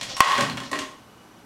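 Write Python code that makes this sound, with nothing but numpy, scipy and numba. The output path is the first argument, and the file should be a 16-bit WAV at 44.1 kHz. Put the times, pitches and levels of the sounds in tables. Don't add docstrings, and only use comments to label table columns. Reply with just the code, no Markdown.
import sys
import numpy as np
from scipy import signal
from scipy.fft import rfft, irfft
from scipy.io import wavfile
from scipy.ndimage import uniform_filter1d
from numba import njit

SR = 44100
rng = np.random.default_rng(int(sys.argv[2]) if len(sys.argv) > 2 else 0)


def put_to_file(sound):
    columns = np.atleast_2d(sound).T
    safe = np.clip(columns, -1, 1)
    whole_steps = np.round(safe * 32767)
    wavfile.write(sys.argv[1], SR, whole_steps.astype(np.int16))


N = 63945

# f/Hz, level/dB
FRIDGE_RUSH_COLOUR = [(15, -52), (25, -20), (108, -5), (145, -12), (185, -2.5), (270, -6), (309, -3.5),
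                      (344, -8), (677, -11), (887, -10.5), (1260, -11.5), (1610, -18), (2840, -21),
                      (12200, -33), (16000, -43)]
FRIDGE_RUSH_DB = -50.5
# f/Hz, rms level/dB
FRIDGE_TONES = [(120, -64), (194, -93), (243, -63), (1529, -68.5), (11770, -79)]
# f/Hz, width/Hz, rms level/dB
FRIDGE_WHINES = [(2940, 27, -68), (5879, 120, -72), (11780, 120, -82)]

# f/Hz, t60/s
ROOM_DECAY = [(120, 0.49), (500, 0.51), (1100, 0.4), (3000, 0.43), (7000, 0.42), (14000, 0.41)]
ROOM_DB = 0.5
ROOM_GAP_S, ROOM_BUILD_S = 0.0011, 0.0015

# start t/s, length/s, level/dB
SCUFFS = [(-.04, .13, -43), (0.076, 0.062, -34.5), (0.408, 0.037, -45), (0.622, 0.076, -46)]
# f/Hz, level/dB
SCUFF_COLOUR = [(100, -7), (350, -10), (700, -1), (1100, -12), (2000, -12), (3800, -5.5), (6000, -8),
                (9000, -28), (16000, -50)]
SCUFF_ROUGH = 0.17
# start t/s, length/s, f/Hz, peak level/dB
PLASTIC_SQUEAKS = [(0.093, 0.018, 5530, -42), (.141, 0.021, 5490, -34.5), (.498, 0.0026, 4140, -23.5),
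                   (.794, 0.0026, 6480, -30)]
SQUEAK_WOBBLE = 0.0073
SKITTER_S, SKITTER_LENGTH_S = 0.24, 0.13
SKITTER_DB, SKITTER_TILT_DB, SKITTER_ROUGH = -22, 0.6, 0.68

# t/s, level/dB, tilt/(dB/octave)
PAW_THUDS = [(.016, -37.5, -5.5), (.356, -31.5, -6), (.380, -21.5, 6), (.418, -23.5, 1), (.468, -27, -1.5),
             (.535, -29.5, -3.5), (.615, -34, -0.5)]
# f/Hz, level/dB
PAW_COLOUR = [(40, -52), (70, -20), (110, -3.5), (300, 3.5), (450, -10.5), (750, -7), (1500, -9),
              (5000, -69)]
# f/Hz, level/dB, t60/s
FLOOR_RINGS = [(125.6, -17, 0.91), (226, -19.5, 0.88), (249, -11, 0.3), (428, -12, 0.078),
               (563.7, -12, 0.14)]
# t/s, level/dB, tilt/(dB/octave)
FRIDGE_BUMPS = [(.717, -26, 2), (.748, -28.5, 1.5), (.803, -36, -6)]
# f/Hz, level/dB
FRIDGE_BUMP_COLOUR = [(40, -40), (110, -8), (200, -8.5), (300, 0), (450, -4), (750, -7), (1500, -26),
                      (5000, -63)]
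# f/Hz, level/dB, t60/s
PANEL_RINGS = [(277, -9.5, 0.25), (373, -16, 0.16), (613, -20.5, 0.41)]
BLOW_ATTACK_S, BLOW_DECAY_S = 0.0032, 0.012

# t/s, hollow ring level/dB, ring tilt/(dB/octave),
# wall crackle level/dB, crackle tilt/(dB/octave)
CONTACTS = [(0.0122, -43, 20.5, -25.5, 4.5), (0.0309, -39.5, 0, -27.5, 7), (0.0474, -44, 7, -44.5, 0),
            (0.097, -47, 0, -42, -4), (0.1673, -29, 0, -26.5, 6.5), (.1790, -26, -24, -35, 16),
            (.2050, 10, -3, 6.5, 0.1), (.2355, -16, -5, -14, -8), (0.246, 1.5, -13, -16, 7),
            (0.2594, -5, -10, -33, -4), (0.32, -12.5, 9, -16, 0), (0.3541, -17.5, 10, -34, -5),
            (.3790, -21, -22, -18.5, 3), (.3870, -18, -14, -18, -13), (.4085, -22, -2, -20, 5),
            (.4340, -53, 1, -41, -4), (0.4983, -45, 3, -27, -1), (.5720, -36, 5, -28, 3.5),
            (0.5763, -34, 10.5, -26.5, -3.5), (0.582, -40.5, 7, -38.5, 2), (.6030, -32.5, -5, -37, 4),
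            (0.635, -46, -12, -36.5, 5), (.6620, -58, -18, -38, -6), (0.7147, -30, 6.5, -29, 10),
            (0.7308, -22, 6.5, -25, -1), (.7395, -31, -23, -31.5, 4), (0.7557, -36, -8, -29, 1),
            (.7890, -42, -17, -24.5, 4), (.7960, -46, 3, -37, 4), (.8170, -30.5, 0, -31, -0.5),
            (0.8616, -40, -12, -44, -7), (.9120, -37.5, -6, -58, 4)]
# f/Hz, level/dB, t60/s
BOTTLE_MODES = [(1080, 0, 0.061), (854, -18, 0.032), (1866, -8, 0.056), (2550, -23.5, 0.018),
                (3300, -17.5, 0.015), (4114, -21, 0.014), (998, -25, 0.18), (1116, -34, 0.22),
                (1128, -24.5, 0.34), (1925, -29, .3)]
# f/Hz, level/dB
CRACKLE_COLOUR = [(100, -22), (300, -12), (700, 0.5), (1500, 5), (2800, 3.5), (4500, -4.5), (7500, -11.5),
                  (11000, -24), (13500, -40), (16000, -53)]
CRACK_S, CRINKLE_S = 0.0032, 0.0128
CRINKLE_DB, CRINKLE_ROUGH = -13, 0.83
DETUNE = 0.0095

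LIMIT_DB, DUCK_DB_PER_S, RECOVER_DB_PER_S = -12.5, 4009, 129.5
CLIP_LEVEL, CLIP_KNEE, CLIP_BIAS = 0.7, 6, 0.1
TOP_HZ = 16100


def amp(db):
    return 10 ** (np.asarray(db) / 20)


def unit(x):
    return x / np.sqrt(np.mean(x ** 2))


def add(out, start_s, sound):
    i = int(np.clip(start_s * SR, 0, N - 1))
    out[i:i + len(sound)] += sound[:N - i]


def tint(x, colour, tilt_db):
    octave = np.log2(np.maximum(np.fft.rfftfreq(len(x), 1 / SR), 1))
    hz, db = np.array(colour).T
    gain = amp(np.interp(octave, np.log2(hz), db) + tilt_db * octave)
    phase = np.angle(rfft(x))
    return np.std(x) * unit(irfft(gain * np.exp(1j * phase), len(x)))


def noise(colour, tilt_db=0, size=N):
    return tint(rng.standard_normal(size), colour, tilt_db)


def grain(rough, size=N, count=40):
    drift = unit(uniform_filter1d(rng.standard_normal(size), count))
    return unit(np.exp(rough * drift))


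def swell(start_s, length_s):
    progress = np.clip((np.arange(N) / SR - start_s) / length_s, 0, 1)
    return np.sin(np.pi * progress)


def ring(modes, tilt_db, t):
    total = np.zeros(len(t))
    for hz, db, t60 in modes:
        tilted_db = db + tilt_db * np.log2(hz / modes[0][0])
        total += amp(tilted_db - 60 * t / t60) * np.sin(2 * np.pi * hz * t)
    return total


def fridge():
    t, f = np.arange(N) / SR, np.fft.rfftfreq(N, 1 / SR)
    out = amp(FRIDGE_RUSH_DB) * noise(FRIDGE_RUSH_COLOUR)
    for hz, db in FRIDGE_TONES:
        out += amp(db) * np.sqrt(2) * np.sin(2 * np.pi * (hz * t + rng.random()))
    for hz, width, db in FRIDGE_WHINES:
        band = np.exp(-((f - hz) / width) ** 2)
        out += amp(db) * unit(irfft(rfft(rng.standard_normal(N)) * band, N))
    return out


def kitchen(x):
    t, f = np.arange(N) / SR, np.fft.rfftfreq(N, 1 / SR)
    hz, t60 = np.array(ROOM_DECAY).T
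    white = np.exp(2j * np.pi * rng.random(len(f)))
    tail = np.zeros(N)
    for share, decay in zip(np.eye(len(hz)), t60):
        band = irfft(white * np.interp(np.log(f + 1), np.log(hz), share), N)
        tail += band * np.exp(-np.log(1000) * t / decay)
    tail *= np.clip((t - ROOM_GAP_S) / ROOM_BUILD_S, 0, 1)
    return x + amp(ROOM_DB) * signal.fftconvolve(x, tail / np.linalg.norm(tail))[:N]


def scuffs():
    level = sum(amp(db) * swell(start, length) for start, length, db in SCUFFS)
    return level * noise(SCUFF_COLOUR) * grain(SCUFF_ROUGH)


def squeaks():
    wobble = unit(uniform_filter1d(rng.standard_normal(N), size=100))
    turn = 2 * np.pi * np.cumsum(1 + SQUEAK_WOBBLE * wobble) / SR
    return sum(amp(db) * swell(start, length) * np.sin(hz * turn)
               for start, length, hz, db in PLASTIC_SQUEAKS)


def skitter():
    level = amp(SKITTER_DB) * swell(SKITTER_S, SKITTER_LENGTH_S)
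    return level * noise(CRACKLE_COLOUR, SKITTER_TILT_DB) * grain(SKITTER_ROUGH)


def soft_blows(blows, colour, modes):
    out, t = np.zeros(N), np.arange(2 ** 14) / SR
    attack = 1 - np.exp(-t / BLOW_ATTACK_S)
    for start, db, tilt_db in blows:
        burst = np.exp(-t / BLOW_DECAY_S) * noise(colour, tilt_db, size=len(t))
        add(out, start, amp(db) * attack * (burst + ring(modes, tilt_db, t)))
    return out


def paws():
    return soft_blows(PAW_THUDS, PAW_COLOUR, FLOOR_RINGS)


def fridge_bumps():
    return soft_blows(FRIDGE_BUMPS, FRIDGE_BUMP_COLOUR, PANEL_RINGS)


def bottle():
    out, t = np.zeros(N), np.arange(2 ** 15) / SR
    for start, ring_db, ring_tilt, crack_db, crack_tilt in CONTACTS:
        crinkle = amp(CRINKLE_DB) * np.exp(-t / CRINKLE_S) * grain(CRINKLE_ROUGH, size=len(t))
        shape = np.exp(-t / CRACK_S) + crinkle
        crackle = tint(shape * rng.standard_normal(len(t)), CRACKLE_COLOUR, crack_tilt)
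        add(out, start, amp(crack_db) * crackle[:len(t) // 2])
        dented_t = t * (1 + DETUNE * rng.standard_normal())
        add(out, start, amp(ring_db) * ring(BOTTLE_MODES, ring_tilt, dented_t))
    low_cut_hz = 620
    return signal.sosfilt(signal.butter(3, low_cut_hz, "high", fs=SR, output="sos"), out)


def scene():
    rubbing = scuffs() + skitter() + squeaks()
    events = bottle() + paws() + fridge_bumps() + rubbing
    return (kitchen(events) + fridge())[None]


@njit
def gain_control(x, limit, duck, recover):
    y, gain = np.empty(len(x)), 1.
    for i in range(len(x)):
        y[i] = x[i] * gain
        gain = gain * duck if abs(y[i]) > limit else min(1., gain * recover)
    return y


def record(dry):
    duck = float(amp(-DUCK_DB_PER_S / SR))
    recover = float(amp(RECOVER_DB_PER_S / SR))
    held = gain_control(dry[0], float(amp(LIMIT_DB)), duck, recover)
    rail = np.where(held < 0, CLIP_LEVEL * (1 - CLIP_BIAS), CLIP_LEVEL)
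    clipped = held / (1 + np.abs(held / rail) ** CLIP_KNEE) ** (1 / CLIP_KNEE)
    top_cut = signal.firwin(301, TOP_HZ, fs=SR, window="blackmanharris")
    return signal.fftconvolve(clipped, top_cut, "same")[None]


dry = scene()
out = record(dry)
put_to_file(out)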